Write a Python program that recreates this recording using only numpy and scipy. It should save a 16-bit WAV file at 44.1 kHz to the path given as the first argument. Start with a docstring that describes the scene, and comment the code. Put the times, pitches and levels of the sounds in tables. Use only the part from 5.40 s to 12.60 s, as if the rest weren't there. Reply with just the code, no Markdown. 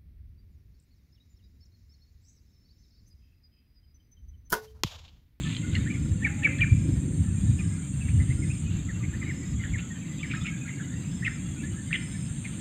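"""From the start, a light wind of shaped noise rumbles and later eases, over open air and a far insect chorus.
A bush cricket buzzes in fast falling sweeps; other crickets chirp and trill as pulsed tones, each at its pitch.
Birds chatter faintly in gliding whistles, leaves rustle as flickering noise, and dry stems tick as dying tones.
A third of a second in, single bird chips and a cricket that steps up in pitch join.
Soft thumps, a few far hoots and a near bird's loud, falling calls follow before the first second is over."""
import sys
import numpy as np
from scipy import signal
from scipy.fft import rfft, irfft, next_fast_len
from scipy.io import wavfile
from scipy.ndimage import uniform_filter1d

SR = 44100
rng = np.random.default_rng(int(sys.argv[2]) if len(sys.argv) > 2 else 0)


def dump_mix(stems):
    """Bounce the given channels to the path in sys.argv[1] as a 16-bit WAV at rate SR."""
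    frames = np.atleast_2d(stems).T  # one column per channel
    limited = np.clip(frames, -1, 1)  # hard clip at full scale
    pcm = np.round(limited * 32767).astype(np.int16)
    wavfile.write(sys.argv[1], SR, pcm)


N = 317634
TIME = np.arange(N) / SR


def gain_of(db):
    """Turns decibels into a multiplier for the sound."""
    return 10 ** (np.asarray(db) / 20)


def evened(x):
    """Scales a sound so its average strength (rms) is 1."""
    return x / np.sqrt(np.mean(x ** 2) + 1e-20)


def level(curve):
    """Joins (time [s], level [dB]) points into a gain for every sample."""
    return gain_of(np.interp(TIME, *np.transpose(curve)))


def add(mix, s, sound):
    """Mixes a sound in at time s."""
    part = mix[max(round(s * SR), 0):][:len(sound)]
    part += sound[:len(part)]


def noise(spectrum):
    """Hiss of rms 1, made stronger or weaker at each pitch by (frequency [Hz], level [dB]) points."""
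    f, db = np.transpose(spectrum)
    log_hz = np.log(np.fft.rfftfreq(N, 1 / SR) + 1)  # the 1 avoids log of zero
    shape = np.interp(log_hz, np.log(f), db, left=-60, right=-120)
    return evened(irfft(rfft(rng.standard_normal(N)) * gain_of(shape), N))


def drift(hz, size=N):
    """Smooth random wandering of rms 1, moving up to about hz times a second."""
    n = next_fast_len(size + 8192)
    f = np.fft.rfftfreq(n, 1 / SR)
    slowed = rfft(rng.standard_normal(n)) / (1 + (f / hz) ** 4)
    return evened(irfft(slowed, n))[:size]


def scatter(x, t60, wet_db):
    """Sound arrives directly and by many faint reflections off stems and banks, dying 60 dB in t60 s."""
    t = np.arange(int(1.2 * t60 * SR) + 200) / SR
    arrivals = rng.random(len(t)) < 3000 / SR  # about 3000 reflections per second
    taps = rng.standard_normal(len(t)) * arrivals * gain_of(-60 * t / t60)
    reflected = signal.oaconvolve(x, taps / np.linalg.norm(taps))[:N]
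    wet = gain_of(wet_db)
    return (x + wet * reflected) / np.hypot(1, wet)


def strokes(turns, hz, fall, duty):
    """Each wing stroke rings a tone that sags in pitch as the file slows."""
    u = np.minimum(turns % 1 / np.clip(duty, .1, 1), 1)  # 0 to 1 through the stroke, then a rest
    pitch = hz * (1 - fall * (u - .5))
    tone = np.sin(2 * np.pi * np.cumsum(pitch) / SR)
    return evened(np.sin(np.pi * u) * tone)


# The breeze: (time [s], level before gusts, wavering and a small trim [dB])
BREEZE_LEVEL = [(0, -31), (.22, -41.5), (.36, -26), (.62, -28), (1.08, -35.5), (1.3, -29), (1.9, -28),
                (2.28, -28), (2.42, -39), (2.55, -29.5), (3.2, -29.5), (3.7, -32.5), (4.02, -39.5),
                (4.3, -31.5), (4.65, -44.5), (5, -38), (5.35, -45.5), (5.7, -37), (7.2, -39.5)]
# Tone of the buffeting: (frequency [Hz], relative level per Hz [dB])
BUFFET_TONE = [(20, -30), (32, -30.5), (50, -8.5), (65, -3.5), (90, 0.5), (130, -2), (190, -9),
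               (280, -22.5), (400, -40), (700, -67)]
# Gusts on top of the breeze: (time of crest [s], length [s], level before a small trim [dB])
GUST_SWELLS = [(0.832, 0.044, -34), (1.224, .07, -21.5), (1.368, 0.16, -22.5), (1.536, 0.16, -24.5),
               (1.806, .08, -21), (1.92, .06, -25), (2.07, 0.17, -23.5), (2.77, 0.17, -19.5),
               (2.905, 0.042, -21), (4.16, 0.16, -27), (4.334, 0.11, -27.5), (5.028, 0.054, -29.5),
               (5.55, 0.084, -33), (6.8, 0.29, -38.5)]
FLURRY_HZ, FLURRY_DB = 6, 2.0  # how fast and how far (rms) the breeze wavers


def breeze():
    """Eddies buffet the microphone as low noise, wavering in strength and swelling in a few gusts."""
    eddies = noise(BUFFET_TONE)
    swell = np.sqrt(uniform_filter1d(eddies ** 2, size=3000))
    power = (level(BREEZE_LEVEL) * gain_of(FLURRY_DB * drift(FLURRY_HZ))) ** 2
    for crest, length, db in GUST_SWELLS:
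        add(power, crest - length / 2, gain_of(db) ** 2 * np.hanning(int(length * SR)))
    steady = evened(eddies / swell)  # the noise's own swells are taken out
    return gain_of(-0.5) * np.sqrt(power) * steady


# Tone of the low roar: (frequency [Hz], relative level per Hz [dB])
ROAR_TONE = [(30, -16), (60, -32), (100, -6), (155, 1.5), (210, -5), (290, -12), (360, -37), (600, -52.5)]
# Strength of the low roar: (time [s], level [dB])
ROAR_LEVEL = [(0, -34), (.7, -31), (2.8, -34.5), (4, -38), (5.2, -35), (7.2, -36.5)]
# Tone of the roar's hollow upper part: (frequency [Hz], relative level per Hz [dB])
HOLLOW_TONE = [(180, -18.5), (250, 1.5), (290, 4.5), (350, -3.5), (440, -20), (530, -16.5), (650, -36),
               (1000, -49)]
# Strength of the hollow part: (time [s], level before a small trim [dB])
HOLLOW_LEVEL = [(0, -38.5), (.55, -36), (.85, -40), (1.5, -38.5), (2.3, -43.5), (2.55, -53), (3, -38),
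                (3.25, -48), (3.5, -38.5), (4, -43), (4.8, -46), (5.5, -44), (7.2, -47)]
HOLLOW_WAVER_HZ, HOLLOW_WAVER_DB = 5, 3.0  # how fast and how far (rms) it wavers


def roar():
    """A steadier low roar of shaped noise, with a hollow, wavering part above it."""
    waver = gain_of(HOLLOW_WAVER_DB * drift(HOLLOW_WAVER_HZ))
    hollow = level(HOLLOW_LEVEL) * evened(noise(HOLLOW_TONE) * waver)
    return level(ROAR_LEVEL) * noise(ROAR_TONE) + gain_of(-2.5) * hollow


# Tone of air and rustling reeds: (frequency [Hz], relative level per Hz [dB])
AIR_TONE = [(200, 11), (600, 1), (1000, -1), (1400, -1.5), (2000, 2), (2700, -1.5), (3800, -2),
            (4200, -10.5), (4800, -13.5), (5400, -21), (10000, -19), (15500, -20)]
# Tone of the far insect chorus: (frequency [Hz], relative level per Hz [dB])
CHORUS_TONE = [(5600, -35), (5850, -19), (6020, -7), (6300, 0), (6700, -1.5), (7100, -0.5), (7500, 9),
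               (7800, -3.5), (8200, -3), (8700, -11), (9150, -6), (9400, -16.5), (9900, -24.5),
               (10800, -47)]


def distance():
    """Open air as softly wavering noise, and far insects so many that they blend into a high hiss."""
    air = evened(noise(AIR_TONE) * gain_of(1.13 * drift(15)))
    return gain_of(-54.5) * air + gain_of(-52.5) * noise(CHORUS_TONE)


# The bush cricket's buzz: (time [s], level [dB])
BUZZ_LEVEL = [(0, -61), (.9, -60), (1.6, -55), (1.75, -52), (2.6, -50.5), (3.23, -50), (3.27, -81),
              (4.7, -75), (4.85, -65), (5.6, -61.5), (6.2, -55.5), (6.6, -51), (7.2, -50)]


def bush_cricket(rate_hz=142, top_hz=9150, bottom_hz=7800):
    """Fast strokes, each a falling sweep that never quite repeats: a dry buzz."""
    turns = np.cumsum(rate_hz * (1 + .004 * drift(10))) / SR
    u = turns % 1
    cycles = (top_hz * u + (bottom_hz - top_hz) * u ** 2 / 2) / rate_hz
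    slip = 1.2 * rng.standard_normal(int(turns[-1]) + 1)[turns.astype(int)]  # new phase each stroke
    uneven = 1 + 0.25 * np.cos(np.pi * turns)  # rises and falls over two strokes
    size = np.sin(np.pi * u) * gain_of(1.13 * drift(60)) * uneven
    buzz = size * np.sin(2 * np.pi * cycles + slip)
    return level(BUZZ_LEVEL) * evened(scatter(buzz, t60=.08, wet_db=-7))


# Chirping crickets: (pitch [Hz], pitch waver [Hz], fall per stroke [share], lag [chirps], level [dB])
CHIRPERS = [(7285, 28.9, 0.018, 0.0028, -57.0), (7475, 49.6, 0.061, 0.24, -61.0),
            (7880, 30, 0.018, .33, -64), (4525, 130, 0.026, 0.636, -72.5)]


def chirpers(chirps_per_s=11.35):
    """Tireless crickets chirp in quick groups of three strokes and keep step with each other."""
    out = np.zeros(N)
    beat = np.cumsum(chirps_per_s * (1 + .012 * drift(2))) / SR  # shared by all
    for hz, waver_hz, fall, lag, db in CHIRPERS:
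        turns = beat - lag + .04 * drift(4)
        song = strokes(3 * turns, hz + waver_hz * drift(100), fall, duty=.8)
        grouped = song * gain_of(6.5 * np.cos(2 * np.pi * (turns - 1 / 6)))
        out += gain_of(db) * evened(scatter(grouped, t60=.1, wet_db=-4))
    return out


STROKE_SPREAD = 0.101  # largest share by which a phrase's stroke rate differs from the middle rate


def trill(length, hz, rate):
    """One phrase of wing strokes, settling up to its pitch."""
    t = np.arange(0, length, 1 / SR)
    rate = rate * (1 + STROKE_SPREAD * rng.uniform(-1, 1))
    pitch = hz * (1 - .004 * np.exp(-t / .08) + .003 * drift(50)[:len(t)])
    return strokes(rate * t, pitch, fall=.016, duty=0.56) * signal.windows.tukey(len(t), .08)


# The higher cricket's even phrases: (start time [s], level before fades and echo [dB])
HIGH_PHRASES = [(0, -60.5), (.82, -57), (1.93, -57.5), (2.99, -58.5), (3.94, -56), (4.94, -55.5),
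                (5.9, -60)]
HIGH_HZ, HIGH_S, HIGH_STROKES_PER_S = 6855, 0.61, 45  # middle pitch, phrase length, middle stroke rate
# The lower cricket's uneven phrases: (start time [s], length [s], level before fades and echo [dB])
LOW_PHRASES = [(0, 0.45, -58.5), (0.847, .65, -63), (1.7, .55, -64), (2.6, 1.2, -64.5), (4.353, .45, -63),
               (5.088, 0.56, -61), (5.904, .55, -59), (6.701, .5, -62)]
LOW_HZ, LOW_STROKES_PER_S = 6565, 38  # middle pitch and middle stroke rate


def level_trillers():
    """Two crickets sing in phrases of quick wing strokes, each around one pitch."""
    out = np.zeros(N)
    for start, db in HIGH_PHRASES:
        add(out, start, gain_of(db) * trill(HIGH_S, HIGH_HZ, HIGH_STROKES_PER_S))
    for start, length, db in LOW_PHRASES:
        add(out, start, gain_of(db) * trill(length, LOW_HZ, LOW_STROKES_PER_S))
    return scatter(out, t60=.15, wet_db=-7)


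def notes(rows, rasp_hz, rasp_depth, flutter_db, rasp_db=-60):
    """Whistled glides; a rough syrinx shakes their pitch and loudness and adds a wide rasp."""
    out = np.zeros(N)
    for s, length, first, middle, last, db, rough in rows:
        u = np.linspace(0, 1, int(length * SR))
        shake = rough * drift(rasp_hz, size=len(u))
        flutter = rough * drift(rasp_hz, size=len(u))
        curve = np.polyfit([0, .5, 1], [first, middle, last], 2)
        hz = np.polyval(curve, u) * (1 + rasp_depth * shake)
        whistle = np.sin(2 * np.pi * np.cumsum(hz) / SR)
        rasp = gain_of(rasp_db) * rough ** 2 * rng.standard_normal(len(u))
        swell = np.sin(np.pi * u ** 0.79)
        add(out, s, gain_of(db) * evened((whistle + rasp) * gain_of(flutter_db * flutter) * swell))
    return out


def glide(s, length, hz, bend, db, rough):
    """A note that slides straight through its pitch, upward if bend is positive."""
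    return s, length, hz * (1 - bend), hz, hz * (1 + bend), db, rough


# How lively the distant birds are: (time [s], level [dB])
CHATTER_LEVEL = [(0, -48.5), (1.2, -64), (1.7, -60), (2.2, -58.5), (3.4, -54.5), (4.5, -55), (5.1, -47.5),
                 (5.7, -56.5), (6.5, -53.5), (7.2, -63)]


def chatter(count=420):
    """Many short whistled calls from birds deep in the reeds, with more echo than direct sound."""
    s, length, pitch, slide, loud = rng.random((count, 5)).T
    hz = 1200 * (3900 / 1200) ** pitch
    bend = 0.044 * (2 * slide - 1)
    db = 6 * loud - 7 * abs(np.log2(hz / 2100))  # strongest around 2100 Hz
    rows = np.transpose(glide(s * N / SR, .015 + 0.038 * length, hz, bend, db, np.full(count, .2)))
    calls = notes(rows, rasp_hz=250, rasp_depth=.1, flutter_db=4)
    return level(CHATTER_LEVEL) * evened(scatter(calls, t60=.4, wet_db=2))


# Strength of the rustle: (time [s], level [dB])
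RUSTLE_LEVEL = [(0, -48), (.1, -43), (.2, -52.5), (.27, -53.5), (.34, -49.5), (.45, -58), (.8, -68),
                (3, -73), (3.35, -54), (3.6, -68), (4.7, -65), (4.95, -52), (5.2, -77), (7.2, -56.5)]
# Tone of the leaves: (frequency [Hz], relative level per Hz [dB])
LEAF_TONE = [(900, -14), (1800, -11), (2800, -4), (3700, -4.5), (4400, -13.5), (5600, -32), (12000, -37)]


def leaves():
    """Leaves brush each other in tiny catches: noise with a fast random flicker."""
    catches = gain_of(4.5 * np.tanh(drift(260)))
    return level(RUSTLE_LEVEL) * evened(noise(LEAF_TONE) * catches)


# Ticks of dry stems: (time [s], peak level before echo and a small trim [dB])
STEM_TICKS = [(0.0355, -27.5), (0.0692, -28), (0.0997, -38), (0.1256, -28), (0.149, -24.5), (0.1664, -21),
              (0.353, -17.5), (0.3825, -36), (1.185, -33), (6.119, -47)]
# Tones of a ticking stem: (pitch before a random shift [Hz], relative level [dB], time to die 60 dB [s])
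STEM_TONES = [(3050, 24.5, 0.013), (2550, 12, 0.013), (3810, 16.5, 0.015), (4930, -7, .008)]


def stems():
    """Each dry stem's tick is a few tones that start almost at once and die within a blink."""
    t, out = np.arange(1500) / SR, np.zeros(N)
    give = 1 - np.exp(-t / .00025)  # softens the first instant
    for s, db in STEM_TICKS:
        ring = np.zeros(len(t))
        for hz, tone_db, t60 in STEM_TONES:
            tone = np.sin(2 * np.pi * hz * rng.uniform(0.834, 1.155) * t)
            ring += give * gain_of(tone_db - 60 * t / t60) * tone
        add(out, s, gain_of(db) * ring / abs(ring).max())
    return gain_of(-1.5) * scatter(out, t60=0.12, wet_db=-6.5)


# Single chips: (time [s], pitch [Hz], glide [share of pitch], level before beak and echo [dB], roughness [0-1])
SINGLE_CHIPS = [(0.342, 2002, -.1, -37, 0.42), (.458, 1827, 0.15, -43.5, 0.38),
                (.497, 2320, 0.036, -41.5, .3), (.535, 2250, 0.058, -45, 0.47),
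                (2.184, 2420, -0.14, -44.5, .4), (2.603, 2590, -0.034, -48, 0.27),
                (2.675, 2350, 0.17, -47, 0.62), (2.795, 2017, 0.026, -45, 0.3),
                (2.898, 2100, .1, -44.5, 0.18), (3.02, 2100, -.05, -47, 0.2),
                (3.095, 2550, 0.08, -44.5, 0.22), (3.483, 1867, -0.15, -45, 0.17),
                (3.625, 2126, .05, -46, .37), (3.73, 1830, 0.091, -48, 0.26),
                (3.814, 2020, -0.066, -41.5, 0.3), (3.858, 2130, -.03, -46.5, .3),
                (3.888, 1985, -0.16, -40, .2), (4.195, 2085, -0.027, -46, 0.17),
                (4.231, 1800, -.1, -41.5, 0.55), (4.334, 1987, -0.19, -39, 0.2),
                (4.372, 2620, 0.166, -40, 0.77), (4.5, 1860, 0, -48.5, .1), (4.826, 2074, -0.18, -39, 0.36),
                (4.896, 2310, 0.081, -37.5, 0.63), (4.931, 1813, .25, -38.5, 0.65),
                (5.043, 2443, 0.089, -36.5, 0.67), (5.072, 2210, -.03, -39, .27),
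                (5.274, 2130, .09, -43, 0.67), (5.39, 1687, -.02, -46.5, 0.44),
                (6.195, 2660, .01, -53.5, .1), (6.23, 1732, .03, -48, 0), (7.04, 2220, -0.13, -42.5, .45)]
CHIP_S, CHIP_ROUGH_S = 0.0311, .014  # a clean chip's length, and what full roughness adds to it


def chip_notes():
    """Lists single chips as short glides, longer when rougher."""
    return [glide(s, CHIP_S + CHIP_ROUGH_S * rough, hz, bend, db, rough)
            for s, hz, bend, db, rough in SINGLE_CHIPS]


def beak(x):
    """A small bird's throat and beak pass only the middle of its range."""
    return signal.sosfilt(signal.butter(6, [1250, 3800], "band", fs=SR, output="sos"), x)


def near_birds():
    """Chips and calls come straight through the reeds, then linger as a blurred echo."""
    rows = chip_notes() + call_notes()
    song = beak(notes(rows, rasp_hz=330, rasp_depth=0.11, flutter_db=9, rasp_db=4))
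    near = scatter(song, t60=.05, wet_db=-10)
    blurred = (signal.hilbert(song) * np.exp(1.15j * drift(300))).real  # random phase wobble
    echo = scatter(blurred, t60=0.63, wet_db=31)  # almost only reflections
    return gain_of(-0.5) * near + gain_of(-10.5) * echo


# Phrases of the climbing cricket: (start time [s])
CLIMB_STARTS = [.364, 1.2, 2.0, 2.8, 3.73, 4.68, 5.53, 6.43]
CLIMB_S, CLIMB_GROWTH_S_PER_S = .34, .02  # phrase length at time 0, and its growth per second
CLIMB_DB, CLIMB_GAIN_DB_PER_S = -69.3, 1.03  # trill level at time 0 before echo, and its rise per second


def climbing_cricket():
    """A lower cricket's pulsed phrases: a soft lead-in steps up to a higher, louder trill."""
    out = np.zeros(N)
    for start in CLIMB_STARTS:
        t = np.arange(0, CLIMB_S + CLIMB_GROWTH_S_PER_S * start, 1 / SR)
        warm = np.minimum(t / 0.18, 1) ** 4  # 0 in the lead-in, 1 in the trill
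        db = CLIMB_DB + CLIMB_GAIN_DB_PER_S * start - 6.3 * (1 - warm)
        pitch = 4830 + 310 * warm + 100 * drift(200, size=len(t))
        pulsing = gain_of(4.3 * np.cos(2 * np.pi * 20.75 * t)) * signal.windows.tukey(len(t), .08)
        tone = np.sin(2 * np.pi * np.cumsum(pitch) / SR)
        add(out, start, gain_of(db) * evened(pulsing * tone))
    return scatter(out, t60=.15, wet_db=-7)


# Single eddies: (time of middle [s], level of the swell's peak [dB], pitch [Hz])
EDDY_THUMPS = [(0.726, -15.5, 89), (1.326, -9.5, 102), (2.099, -9, 109), (2.801, -15.5, 90)]


def thumps():
    """Single eddies thump the microphone: a low tone swells and fades within a few hundredths of a second."""
    out = np.zeros(N)
    t = np.arange(-1000, 1000) / SR
    for s, db, hz in EDDY_THUMPS:
        add(out, s + t[0], gain_of(db) * np.sin(2 * np.pi * hz * t) * np.exp(-(hz * t) ** 2))
    return out


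# Far hoots: (time [s], length [s], first, middle and last pitch [Hz],
# level before echo and a small trim [dB], roughness [0-1])
FAR_HOOTS = [(.72, .1, 460, 502, 516, -55, 0.01), (.82, 0.13, 786, 820, 835, -57.5, 0.06),
             (.97, 0.15, 845, 798, 750, -57, .02), (.97, 0.093, 640, 590, 590, -57, 0),
             (1.03, 0.13, 512, 518, 580, -51, 0.08), (1.16, 0.072, 583, 628, 633, -59, 0.07)]


def far_hoots():
    """Low gliding whistles from far off, with nearly as much echo as direct sound."""
    hoots = notes(FAR_HOOTS, rasp_hz=40, rasp_depth=.4, flutter_db=8)
    return gain_of(0.5) * scatter(hoots, t60=0.26, wet_db=-1)


# The near bird's calls, levels before beak and echo: (time [s], top length [s], top pitch [Hz],
# top level [dB], roughness [0-1], drop length [s], drop pitch [Hz], drop level [dB],
# rasp delay [s], rasp level [dB])
NEAR_CALLS = [(0.844, .02, 2263, -25.5, 0.13, .024, 1790, -32.5, -0.014, -50),
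              (1.044, .027, 2298, -21, .16, 0.02, 1777, -33, -.014, -32),
              (1.21, 0.033, 2312, -25, 0.2, 0.021, 1754, -35, -0.0075, -34.5),
              (5.845, .021, 2534, -33.5, .28, .032, 2020, -29.5, .004, -43),
              (6.527, .007, 2740, -24.5, 0.42, 0.036, 1990, -31, 0.011, -33.5)]
LEAD_HZ = (1720, 1904, 2190)  # first, middle and last pitch of the soft slide up
LEAD_S, LEAD_AHEAD_S, LEAD_DB = 0.0355, .025, -41  # its length, head start, level before beak and echo
TOP_SAG, DROP_SAG = 0.046, .12  # shares by which each note starts above and ends below its pitch
DROP_AFTER, DROP_ROUGH = .55, 0.37  # the drop begins this share into the top note
RASP_ABOVE, RASP_S, RASP_SAG, RASP_ROUGH = 0.1193, .034, .02, 0.52  # the rasp lies this share above the top


def call_notes():
    """Lists each loud call's notes: a soft slide up, a top note, a drop and a rasping upper voice."""
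    rows = []
    for s, length, hz, db, rough, drop_s, drop_hz, drop_db, rasp_delay, rasp_db in NEAR_CALLS:
        rows += [(s - LEAD_AHEAD_S, LEAD_S, *LEAD_HZ, LEAD_DB, rough),
                 glide(s, length, hz, -TOP_SAG, db, rough),
                 glide(s + DROP_AFTER * length, drop_s, drop_hz, -DROP_SAG, drop_db, DROP_ROUGH),
                 glide(s + rasp_delay, RASP_S, hz * (1 + RASP_ABOVE), -RASP_SAG, rasp_db, RASP_ROUGH)]
    return rows


def scene():
    """Everything around the pond, added together."""
    wind = breeze() + roar() + thumps()
    insects = bush_cricket() + chirpers() + level_trillers() + climbing_cricket()
    birds = chatter() + near_birds() + far_hoots()
    reeds = leaves() + stems()
    return (wind + distance() + insects + birds + reeds)[None]


def record(dry, edge_hz=15500):
    """The recorder's band limit: pitches above the edge are cut."""
    lowpass = signal.firwin(511, edge_hz, window=("kaiser", 9), fs=SR)
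    return signal.oaconvolve(dry, lowpass[None], "same")


dry = scene()
out = record(dry)
dump_mix(out)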